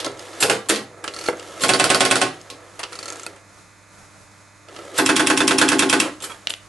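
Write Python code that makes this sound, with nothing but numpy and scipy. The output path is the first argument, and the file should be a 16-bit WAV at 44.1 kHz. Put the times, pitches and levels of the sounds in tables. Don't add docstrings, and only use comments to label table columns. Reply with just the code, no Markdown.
import sys
import numpy as np
from scipy import signal
from scipy.fft import rfft, irfft, next_fast_len
from scipy.io import wavfile
from scipy.ndimage import uniform_filter1d

SR = 44100
rng = np.random.default_rng(int(sys.argv[2]) if len(sys.argv) > 2 else 0)


def wav_out(sig):
    wavfile.write(sys.argv[1], SR, np.round(np.clip(np.atleast_2d(sig).T, -1, 1) * 32767).astype(np.int16))


def undo_db(level):
    steps = np.asarray(level, float) / 20
    return 10 ** steps


N = 294940

# multiple, level_db [rms]
HUM = [(1, -57), (2, -67), (3, -64), (6, -68)]
# pitch_hz, level_db [rms]
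WHINE = [(3601, -74), (3903, -74), (4199, -72), (5098, -76), (6428, -72), (6589, -75), (6675, -71),
         (7165, -70)]
MAINS_HZ = 99.9
BUZZ_FROM, BUZZ_TO = 9, 26
HUM_BUZZ_DB, HUM_SCATTER_DB = -69.5, 2.5
# pitch_hz, level_db [per Hz]
HISS_TONE = [(15, -42), (25, -4), (69, -8), (102, -5), (140, -3.5), (207, -3), (229, -11), (298, -5),
             (366, -9.5), (586, -6.5), (900, -8.5), (1400, -7), (2460, -18.5), (2950, -19.5), (6620, -15),
             (11100, -21), (12700, -32), (16500, -79), (22000, -120)]
HISS_DB = -50.5
ROOM_T60_S, ROOM_TREBLE_T60_S = 0.3, 0.17

# time_s, level_db
WHIR = [
    [(0.0, -31.5), (0.172, -42.5), (0.41, -38.5)],
    [(0.84, -51), (1.018, -46), (1.098, -45), (1.224, -39), (1.488, -41.5), (1.63, -37.5)],
    [(2.33, -48), (2.514, -47.5), (2.616, -46.5), (2.848, -52), (3.004, -43), (3.12, -39), (3.252, -45.5),
     (3.346, -48), (3.5, -67)],
    [(4.68, -51), (4.746, -42.5), (4.89, -43), (4.98, -35.5)],
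    [(6.01, -31), (6.07, -27), (6.15, -56), (6.256, -45), (6.392, -54), (6.47, -55)],
]
# time_s, level_db
BRAKE = [
    [(0.0, -49), (.092, -61), (.105, -61), (.17, -54), (.195, -45), (.3, -45.5), (.41, -43)],
    [(1.03, -64), (1.05, -55), (1.29, -38.5), (1.33, -54), (1.385, -46), (1.41, -47), (1.585, -43.5),
     (1.615, -31.5), (1.64, -39)],
    [(2.33, -54), (2.42, -52), (2.55, -60), (2.78, -56), (2.9, -50), (3.0, -47), (3.25, -44.5), (3.3, -54),
     (3.45, -73)],
    [(4.68, -60), (4.76, -48.5), (4.93, -50), (4.955, -38), (4.976, -30), (4.99, -30)],
    [(6.01, -45), (6.15, -56), (6.2, -63), (6.256, -55), (6.392, -54), (6.47, -57)],
]
# pitch_hz, level_db [per Hz]
DIAL_BODY_TONE = [(120, -27), (200, -21), (308, 8), (448, 2.5), (489, 9), (869, -1), (1210, -2),
                  (1320, 4.5), (1530, -12), (1650, 1), (1800, -4.5), (2150, -6.5), (2800, -37), (3640, -20),
                  (6160, -120)]
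SCRAPE_TONE = [(1650, -18), (2800, -1), (5140, -5.5), (6480, -4.5), (9850, -9), (11500, -12), (11800, -5),
               (12500, -83), (16200, -110), (22000, -120)]

# start_s, peak_db
QUICK_WIND = [(1.138, -25), (1.144, -27), (1.1635, -23.5), (1.1885, -23.5), (1.212, -24), (1.239, -23.5),
              (1.2595, -24), (1.263, -22.5), (1.278, -23), (1.298, -27)]
# start_s, peak_db
LONG_WIND = [(2.9297, -25), (2.9542, -22), (2.9896, -21.5), (3.0285, -22.5), (3.057, -26), (3.0804, -34),
             (3.085, -25)]
# start_s, peak_db
LATE_WIND = [(2.9238, -38), (3.057, -24), (3.0804, -22.5), (3.1023, -19.5), (3.1238, -21.5), (3.131, -30),
             (3.1582, -27), (3.17, -34), (3.1964, -25), (3.2331, -24.5)]
# start_s, peak_db, thud_db [into the case]
FINGER = [(0.195, -32, -9), (0.332, -33, -25), (1.0781, -13, -19), (1.0827, -21, -24), (1.3975, -28, -17),
          (2.8317, -18.5, -25), (2.836, -17.5, -29), (4.685, -33, -8), (4.7631, -28, -12),
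          (4.7894, -32, -2.5)]
# start_s, peak_db, thud_db, left_minus_right_db
FINGER_STOP = [
    (1.286, -2.5, -19, -0.5),
    (1.329, -24.5, -4.5, -0.5),
]
# start_s, peak_db, thud_db, left_minus_right_db
NAIL = [(3.2645, -16, -18.5, 1)]
# start_s, peak_db, thud_db, left_minus_right_db
SLIP = [(.066, -26.5, 15, -2.1), (.975, -41, 5, -1.8), (1.040, -18, -7, 0.66), (2.792, -17.5, -21, 1.1),
        (2.922, -23, -39, 1.7), (3.36, -36.5, -20, 0)]
# start_s, peak_db
TICKS = [(.0634, -21), (.078, -33), (.1166, -36), (.174, -39), (.1935, -28), (1.3707, -37), (1.3961, -27),
         (2.414, -34.5), (6.2035, -33.5)]
# start_s, peak_db
RELEASE = [(6.209, -32), (6.238, -25), (6.297, -25.5), (6.302, -30), (6.31, -32), (6.3135, -27.5),
           (6.318, -25), (6.345, -32)]
# start_s, peak_db
HOOK = [
    (6.4715, 0.5),
    (6.4866, -32),
    (6.5021, -12),
    (6.5047, -7.5),
    (6.5382, -10.5),
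]
# pitch_hz, level_db [per Hz]
RATCHET_TONE = [(180, -42), (300, -30), (2430, 1.5), (3640, -6), (4330, -2), (4980, -0.5), (6290, -1),
                (9890, -5), (11700, -14), (12500, -51), (16200, -81), (22000, -120)]
FINGER_TONE = [(180, -43), (300, -9.5), (1130, -8), (2320, -13.5), (2880, -2.5), (3640, -13), (4600, -9),
               (5820, -14), (10400, -24.5), (12500, -60), (16200, -88), (22000, -120)]
STOP_TONE = [(120, -50), (200, -46), (483, 12), (616, -5), (1000, -3), (2370, -14), (3300, -18),
             (4000, -30), (10300, -27), (11100, -36), (12500, -84), (16200, -114), (22000, -120)]
SLIP_TONE = [(180, -35), (300, -12), (1060, -1.5), (1520, -5.5), (1640, -3.5), (5470, -16), (8730, -13),
             (11200, -16.5), (12500, -65), (16200, -95), (22000, -120)]
HOOK_TONE = [(120, -52), (200, -15), (2070, -6.5), (2870, 3.5), (4130, -0.5), (8690, -19), (9640, -29),
             (11500, -23), (12500, -62), (16200, -92), (22000, -120)]
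# pitch_hz, level_db, t60_s
RATCHET_RING = [(1342, -10.5, 0.055), (4350, -5.5, 0.025), (4440, -6, 0.011), (9200, -17, .015)]
LATE_RATCHET_RING = [(1340, -8, .05), (6570, -0.5, 0.007), (7420, 0, 0.0076), (4300, -18, 0.028)]
NAIL_RING = [(1400, -13, 0.054), (2570, -8, 0.038), (4530, -8, 0.019), (8500, -12, 0.007),
             (10350, -5, .008)]
RELEASE_RING = [(1310, -2, 0.055), (1600, -2.5, 0.031), (1830, -5, 0.027), (2300, -7, .02),
                (3280, -1, 0.031)]
STOP_RING = [(2170, -12, 0.037), (10800, -25, 0.054)]
TICK_RING = [(5030, 1, .008), (6400, 3, 0.011), (7430, -6, 0.01)]
# pitch_hz, level_db, t60_s
CASE = [(342, -4.5, 0.1), (407.4, -9.5, 0.27), (497, -4, 0.1), (594, 2.5, 0.047), (1338, -1, 0.074),
        (2030, -15, 0.13), (4270, -14, 0.03)]

# start_s, peak_db, thud_db, left_minus_right_db
RELAYS = [(0.0014, -17, -34, -1), (0.0457, -14.5, -19, 2), (0.4843, -23, -6, 6), (.5565, -44, -12, 0),
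          (.6575, -37, -8, 0), (0.748, -18, -27, 1), (0.7592, -14.5, -24, -1), (0.7901, -27, -11, 6),
          (1.6088, -21, -13, -3), (2.5011, -23, -20, 1), (4.9494, -36, -28, -1)]
# start_s, peak_db, thud_db, left_minus_right_db
HUNT = [
    (0.426, -6, -13.5, 1),
    (0.4978, -9, -8.5, -1.5),
    (0.6985, -6.5, -20, -1),
    (0.7003, -31, 1, -6),
]
# start_s, peak_db
BUZZ = [(.403, -11), (.410, -13), (.417, -11), (.4265, -6.5), (.4985, -14), (.687, -11), (.692, -1),
        (1.617, -13.5), (1.626, -14.5), (4.978, -12), (4.981, -5.5), (6.222, -18), (6.24, -16.5),
        (6.494, -21)]
# start_s, period_s, peak_db, thud_db, left_minus_right_db
FIRST_PULL = (1.6305, .1051, -3, -17, -2.5)
FINAL_PULL = (4.9862, .10456, -2, -7.5, -1)
# start_s, peak_db
FIRST_DROP = [(1.6909, -4), (1.7978, -4), (1.9016, -5), (2.0063, -3.5), (2.1111, -4.5), (2.2152, -5)]
FINAL_DROP = [(5.0609, -6), (5.1637, -2), (5.2707, -3), (5.3741, -3), (5.4782, -3), (5.5836, -2.5),
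              (5.688, -2.5), (5.792, -4.5), (5.8971, -3), (6.0004, -4)]
# peak_db, thud_db
FIRST_CLIMB = (0.21, -1.8)
FINAL_CLIMB = (-0.2, 0.14)
COLD_COIL_S = 0.0053
# pitch_hz, level_db [per Hz]
RELAY_TONE = [(180, -43), (300, -37), (543, 0), (908, -2.5), (1260, -13), (2140, -7.5), (3320, 1),
              (11400, -12.5), (12500, -43), (16200, -68), (22000, -120)]
CONTACT_TONE = [(300, -26), (3000, -3), (6000, -11.5), (7500, -7), (10500, -9), (12500, -50)]
HUNT_TONE = [(180, -1), (300, 2), (450, 4), (1220, -2), (1450, 1.5), (2110, -3), (2580, -3), (6190, -6.5),
             (10500, -10), (11700, -19), (12500, -35)]
BUZZ_TONE = [(180, -24), (300, -6), (4000, -9), (5640, -10), (6290, -11), (7830, -6), (9150, -5.5),
             (9590, -10), (11400, -6), (12500, -18), (16200, -58), (22000, -120)]
PAWL_TONE = [(180, -40), (270, -6), (380, -5), (550, -12), (1000, -18), (3000, -38), (12000, -60)]
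FIRST_PULL_TONE = [(180, -6), (300, -40), (404, -1), (1050, -10.5), (1300, -6.5), (2210, -12),
                   (4600, -10.5), (6590, -16), (10500, -15), (11700, -24), (12500, -72)]
FIRST_DROP_TONE = [(180, -39), (300, -3.5), (600, -3.5), (760, 2.5), (900, -8.5), (1470, -1.5), (1750, -6),
                   (2630, -5), (5380, -11.5), (8200, -12), (11000, -16.5), (12500, -47), (16200, -81),
                   (22000, -120)]
FINAL_PULL_TONE = [(180, -44), (300, -9), (530, -6.5), (650, -15), (830, -1.5), (952, -9.5), (1550, -1),
                   (2390, -12.5), (3370, -10), (4600, -14.5), (10700, -17.5), (11700, -36), (12500, -99)]
FINAL_DROP_TONE = [(180, -18.5), (300, 1.5), (730, -33), (1050, -3), (1180, -13), (2180, -12.5),
                   (2580, -6.5), (4600, -15.5), (8200, -13), (11200, -16.5), (12500, -53)]
# pitch_hz, level_db, t60_s
CONTACT_RING = [(3430, -2, 0.013), (7460, -7, 0.015), (9900, -17, .012)]
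HUNT_RING = [(2650, -7, 0.015), (3580, -10, 0.016), (8800, -10, 0.013)]
BUZZ_RING = [(3500, -16, 0.015), (4180, -11.5, 0.02), (7570, -4, 0.016), (9400, -9, .012)]
FIRST_PULL_RING = [(1374, -17.5, 0.047), (3250, -22, 0.019), (4480, -9, 0.011), (8050, -14, .012),
                   (11100, -18.5, 0.01)]
FIRST_DROP_RING = [(742, -10.5, 0.035), (1370, -16, 0.03), (2620, -11.5, .025), (3350, -15, 0.023),
                   (8300, -7.5, 0.011), (8950, -11, .012)]
FINAL_PULL_RING = [(1110, -17.5, 0.031), (1305, -14.5, 0.016), (1410, -19, 0.02), (1640, -27, 0.021),
                   (2600, -16, 0.033), (3494, -12.5, 0.022)]
FINAL_DROP_RING = [(2680, -12, 0.022), (3420, -14.5, 0.021), (5400, -15, 0.0075), (5550, -7.5, 0.0087),
                   (7700, -17, 0.011), (8200, -8, 0.01), (9000, -15, 0.011)]
# pitch_hz, level_db, t60_s
SHELF = [(335, -13, 0.18), (424, 0.5, 0.17), (454, -1.5, 0.28), (507, -3, 0.25), (590, -9, 0.2),
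         (800, 4.5, 0.099)]
RACK = [(122, -22, .5), (160, -17, .5), (205, -17, .3), (266, 0.5, .22), (309, 2.5, .22), (388, 2.5, .15),
        (430, -9, .1), (465, -12, .1), (501, -9, .1), (552, -8, .1), (650, -9, .1), (715, -7, .1),
        (844, -2, .14), (1080, -7, .1)]
FIRST_SEAT_DB = [16, 2.5, 0, 0.8, 0, 5.5, 7, -4, -12, 14, -9, 0, 1, 20]
FINAL_SEAT_DB = [-6, 1, -4.5, -2.5, 2, 1.1, 2, -4, 0, 2.5, -5, 3, -0.2, 5.5]

RING_SCATTER_DB = 2.5
ALIKE_BELOW_HZ = 1500
BOUNCE_SCATTER = 0.5
# pitch_hz, left_minus_right_db
PORTS = [(60, -9), (110, -3.5), (200, 2), (350, -1), (640, -0.5), (1150, -3), (2080, -3.0), (3760, -1),
         (6790, 0), (10500, 0.5), (11600, -2.5)]
TOP_HZ = 11380


def tone(table, hz):
    f, db = np.transpose(table)
    return undo_db(np.interp(np.log(np.maximum(hz, 1)), np.log(f), db))


def coloured(x, table):
    size = next_fast_len(N)
    y = irfft(rfft(x, size) * tone(table, np.fft.rfftfreq(size, 1 / SR)), size)[..., :N]
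    return y / np.sqrt(np.mean(y ** 2))


def alike(rows, *shared):
    return np.array([[*row, *shared] for row in rows])


def before(events, lead_s, db):
    return np.array(events) + [-lead_s, db, 0, 0]


def train(rule, count, climb=(0, 0), first_late_s=0):
    start, period, peak_db, thud_db, pan_db = rule
    k = np.arange(count)
    s = start + k * period + first_late_s * (k == 0)
    return np.transpose([s, peak_db + climb[0] * k, thud_db + climb[1] * k, pan_db + 0 * k])


def ring(hz, gain, t60, length):
    pole = (2j * np.pi * hz - np.log(1000) / t60) / SR
    coarse = np.exp(np.outer(pole, np.arange(0, length * SR, 64))).astype(np.complex64)
    fine = np.exp(np.outer(pole, np.arange(64))).astype(np.complex64)
    modes = (coarse[:, :, None] * fine[:, None, :]).imag.reshape(len(hz), -1)
    rows = gain.reshape(-1, len(hz)).astype(np.float32)
    return (rows @ modes).reshape(*gain.shape[:-1], -1).astype(float)


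def body(table, t60, slope, crack, hits, rings, repeats, count=170):
    u = (np.arange(count) + rng.random(count)) / count
    hz = 200 + 12400 * u ** 1.3
    decay = np.clip(t60 * (hz / 1000) ** -slope, .003, .4)
    sign = np.sign(rng.standard_normal((hits, 2, count)))
    sign = np.where(repeats & (hz < ALIKE_BELOW_HZ), sign[:1], sign)
    gain = tone(table, hz) * np.sqrt(u ** .3 / decay) * sign
    y = ring(hz, gain, decay, .15)
    y = y * (1 + crack * np.exp(-np.arange(y.shape[2]) / (.003 * SR)))
    f, spec = np.fft.rfftfreq(y.shape[2], 1 / SR), rfft(y)
    smooth = uniform_filter1d(np.abs(spec) ** 2, size=12) + 1e-12
    spec = spec * tone(table, f) / np.sqrt(smooth)
    spec[:, 1] *= np.clip(f / 1300, 0, 1) / (1 + f / 30000)
    y = irfft(spec)[..., :-512]
    y = y / np.abs(y[:, :1]).max(axis=2, keepdims=True)
    clear = np.zeros_like(y[:, 0])
    if rings:
        hz, db, decay = np.transpose(rings)
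        gain = undo_db(db + RING_SCATTER_DB * rng.standard_normal((hits, len(hz))))
        clear = ring(hz, gain, decay, .15)[:, :y.shape[2]]
    return y[:, 0], y[:, 1], clear


def even(blows):
    size = 2 * blows.shape[2]
    spec = rfft(blows, size)
    power = np.abs(spec) ** 2
    smooth = uniform_filter1d(power, size=max(3, size // 300)) + 1e-18
    return irfft(spec * np.sqrt(power.mean(axis=2, keepdims=True) / smooth), size)[..., :blows.shape[2]]


def strike(events, table, t60, slope, chatter_ms, db, crack=0.35, first=1.2, count=50, rings=(), repeats=False):
    s, peak_db, thud_db, pan_db = np.transpose(events)
    chance = rng.random((len(s), 2 * count))
    moments, strengths = chance[:, :count], chance[:, count:]
    if repeats:
        strengths = strengths[:1] + BOUNCE_SCATTER * (strengths - .5)
        strengths[:] = chance[:1, count:] + BOUNCE_SCATTER * (chance[:, count:] - .5)
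        moments = moments[:1] + 0 * moments
    late = 3 * np.sort(moments) ** 1.05
    late[:, 0] = 0
    size = (2 * strengths - 1) * np.exp(-late) * .48
    size[:, 0] = first
    after = (late * chatter_ms / 1000 * SR).astype(int)
    at = (s * SR).astype(int)
    blows, push = np.zeros((len(s), 1, after.max() + 1)), np.zeros(N)
    np.add.at(blows, (np.arange(len(s))[:, None], 0, after), size * undo_db(peak_db + db)[:, None])
    np.add.at(push, at, first * undo_db(peak_db + thud_db))
    if repeats:
        blows = even(blows)
    mid, side, clear = body(table, t60, slope, crack, len(s), rings, repeats)
    ears = np.stack([mid + clear + .5 * side, mid + clear - .5 * side, mid], axis=1)
    ears = ears * undo_db(np.outer(pan_db, [.5, -.5, 0]))[..., None]
    sound = np.zeros((3, N + SR))
    for i, y in zip(at, signal.fftconvolve(blows, ears, axes=2)):
        sound[:, i:i + y.shape[1]] += y
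    return sound[:, :N], push


def frame(push, modes, slow_ms):
    hz, db, t60 = np.transpose(modes)
    lean = 1 + .15 * np.sin(hz) * np.array([[1], [-1]])
    panels = ring(hz, undo_db(db) * lean, t60, .6)
    panels = panels * (1 - np.exp(-np.arange(panels.shape[1]) / (SR * slow_ms / 1000)))
    return signal.oaconvolve(push[None], panels, axes=1)[:, :N]


def hum_and_hiss():
    t = np.arange(N) / SR
    sway = np.cumsum(rng.standard_normal(N)) * 0.0062
    mid, side = rng.standard_normal((2, N))
    buzz = [(k, HUM_BUZZ_DB + HUM_SCATTER_DB * rng.standard_normal()) for k in range(BUZZ_FROM, BUZZ_TO + 1)]
    lines = [(k * MAINS_HZ, db) for k, db in HUM + buzz] + WHINE
    hum = np.zeros(N)
    for k, (hz, db) in enumerate(lines):
        hum += np.sqrt(2) * undo_db(db) * np.sin(2 * np.pi * hz * t + sway + k * k)
    drift = undo_db(1.4 * uniform_filter1d(rng.standard_normal(N), size=6000) * np.sqrt(6000))
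    hiss = coloured(np.array([mid + 0.38 * side, mid - 0.52 * side]), HISS_TONE)
    return hum + drift * undo_db(HISS_DB) * hiss


def room(x):
    t = np.arange(int(.5 * SR)) / SR
    noise = rng.standard_normal((3, len(t)))
    apart = signal.sosfilt(signal.butter(1, 700, "high", fs=SR, output="sos"), noise[1:])
    noise = noise[0] + 0.5 * apart
    low = signal.sosfilt(signal.butter(1, 1500, fs=SR, output="sos"), noise)
    tail = low * undo_db(-60 * t / ROOM_T60_S) + (noise - low) * undo_db(-60 * t / ROOM_TREBLE_T60_S)
    tail = tail * np.clip(t / .008, 0, 1) / np.sqrt(SR * .02)
    spec = rfft(tail)
    power = np.abs(spec) ** 2
    spec = spec * np.sqrt(uniform_filter1d(power, size=300) / uniform_filter1d(power, size=10))
    tail = irfft(spec, len(t)) * np.clip((.45 - t) / .15, 0, 1)
    return signal.oaconvolve(x.mean(axis=0, keepdims=True), tail, axes=1)[:, :N]


def turning(turns):
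    t = np.arange(N) / SR
    return sum(undo_db(np.interp(t, *np.transpose(turn), left=-120, right=-120)) for turn in turns)


def whir():
    grains = rng.standard_normal((2, N))
    grains = grains * undo_db(1.74 * uniform_filter1d(rng.standard_normal(N), size=130) * np.sqrt(130))
    grains = grains[0] + 0.21 * grains[1] * np.array([[1], [-1]])
    return turning(WHIR) * coloured(grains, DIAL_BODY_TONE) + turning(BRAKE) * coloured(grains, SCRAPE_TONE)


def telephone():
    teeth = np.vstack([alike(QUICK_WIND, -21.0, -0.2), alike(LONG_WIND, -25, 0.1)])
    late_teeth = alike(LATE_WIND, -29, 0.1)
    latch = alike(RELEASE, -26, -3.0)
    parts = [
        strike(teeth, RATCHET_TONE, 0.18, 0.26, 5.0, -4.0, crack=1.3, first=1.22, rings=RATCHET_RING),
        strike(late_teeth, RATCHET_TONE, 0.063, 0.38, 4.1, -7, crack=1.9, first=1.5, rings=LATE_RATCHET_RING),
        strike(alike(FINGER, -0.29), FINGER_TONE, 0.088, 0.63, 11.0, -3.5, crack=2.2, first=1.5),
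        strike(alike(TICKS, -24, 0.1), CONTACT_TONE, 0.032, 0.58, 1.3, -3.5, first=0.71, rings=TICK_RING),
        strike(NAIL, BUZZ_TONE, 0.058, 0.58, 3.1, -6, crack=1.9, first=1.36, rings=NAIL_RING),
        strike(SLIP, SLIP_TONE, 0.075, 0.7, 15.0, 2.9, crack=0.36, first=0.34),
        strike(latch, SLIP_TONE, 0.17, 0.18, 2.1, -2.7, crack=0.29, first=0.22, rings=RELEASE_RING),
        strike(FINGER_STOP, STOP_TONE, 0.035, 0.34, 4.1, -4.5, crack=0.68, first=1.34, rings=STOP_RING),
        strike(alike(HOOK, -45, -0.3), HOOK_TONE, 0.013, 0.081, 1.0, -1.8, crack=1.3, first=0.8, count=12)]
    sound, push = map(sum, zip(*parts))
    return sound, frame(push, CASE, slow_ms=1.6) + whir()


def line_finder():
    buzz = alike(BUZZ, -17, -0.61)
    parts = [
        strike(HUNT, HUNT_TONE, 0.067, 0.89, 28.0, 0.72, crack=1.8, first=1.7, count=150, rings=HUNT_RING),
        strike(buzz, BUZZ_TONE, 0.074, 0.17, 8.5, 0.82, crack=0.13, first=0.32, rings=BUZZ_RING)]
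    sound, push = map(sum, zip(*parts))
    return sound, frame(push, SHELF, slow_ms=24.0)


def relays(first_drop, final_drop):
    pulses = np.vstack([before(first_drop, 0.0079, -8.5), before(final_drop, .007, -11.0),
                        [(6.203, -33, -25, 0.0038)]])
    return [strike(RELAYS, RELAY_TONE, 0.034, 0.1, 11.0, -0.38, first=1.0),
            strike(pulses, CONTACT_TONE, 0.36, 0.075, 1.6, -2.3, first=0.18, rings=CONTACT_RING)]


def selectors(first_pull, first_drop, final_pull, final_drop):
    final_pawl = before(final_pull, -.034, -8.5) + [0, -1.2, 0.51, 4.5]
    first_pawl = before(first_drop, -0.037, -8.5) + [0, -1.5, 0, 0.0]
    return [
        strike(first_pull, FIRST_PULL_TONE, 0.09, 0.92, 11.0, 2.97, crack=1.3, first=0.61,
               rings=FIRST_PULL_RING, repeats=True),
        strike(first_drop, FIRST_DROP_TONE, 0.1, 0.56, 9.0, 2.7, crack=1.4, first=0.82,
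               rings=FIRST_DROP_RING, repeats=True),
        strike(final_pull, FINAL_PULL_TONE, 0.045, 0.4, 11.0, 3.0, crack=1.4, first=0.45,
               rings=FINAL_PULL_RING, repeats=True),
        strike(final_drop, FINAL_DROP_TONE, 0.19, 0.68, 2.5, 1.45, crack=1.05, first=0.34,
               rings=FINAL_DROP_RING, repeats=True),
        strike(final_pawl, PAWL_TONE, 0.015, 0.73, 1.0, -8.5, repeats=True),
        strike(first_pawl, PAWL_TONE, 0.039, 0.41, 1.05, -12.0, repeats=True)]


def exchange():
    first_pull = train(FIRST_PULL, count=6, climb=FIRST_CLIMB, first_late_s=COLD_COIL_S)
    first_drop = alike(FIRST_DROP, -16.5, -1.7)
    final_pull = train(FINAL_PULL, count=10, climb=FINAL_CLIMB)
    final_drop = alike(FINAL_DROP, -11.5, -0.53)
    parts = selectors(first_pull, first_drop, final_pull, final_drop) + relays(first_drop, final_drop)
    sound, push = map(sum, zip(*parts))
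    final = np.arange(N) > 4 * SR
    first_seat = np.array(RACK) + np.outer(FIRST_SEAT_DB, [0, 1, 0])
    final_seat = np.array(RACK) + np.outer(FINAL_SEAT_DB, [0, 1, 0])
    rack = frame(push * ~final, first_seat, slow_ms=23.0) + frame(push * final, final_seat, slow_ms=27.0)
    hunt, shelf = line_finder()
    return sound + hunt, undo_db(2.5) * rack + undo_db(1.5) * shelf


def scene():
    far, panels = exchange()
    near, case = telephone()
    reverb = room(undo_db(0.3) * far[2] + undo_db(-8.5) * (near[2] + case))
    heard = far[:2] + panels + near[:2] + case + reverb
    no_bass = signal.butter(4, 115, "high", fs=SR, output="sos")
    return signal.sosfilt(no_bass, heard) + hum_and_hiss()


def low_pass(x):
    return signal.sosfilt(signal.butter(12, 12870, fs=SR, output="sos"), x)


def record(dry):
    size = next_fast_len(N)
    tilt = np.sqrt(tone(PORTS, np.fft.rfftfreq(size, 1 / SR)))
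    x = irfft(rfft(dry, size) * [tilt, 1 / tilt], size)[:, :N]
    x = .88 * np.tanh(x / .88)
    x = signal.sosfilt(signal.ellip(8, .2, 70, TOP_HZ, fs=SR, output="sos"), x)
    return low_pass(x)


dry = scene()
out = record(dry)
wav_out(out)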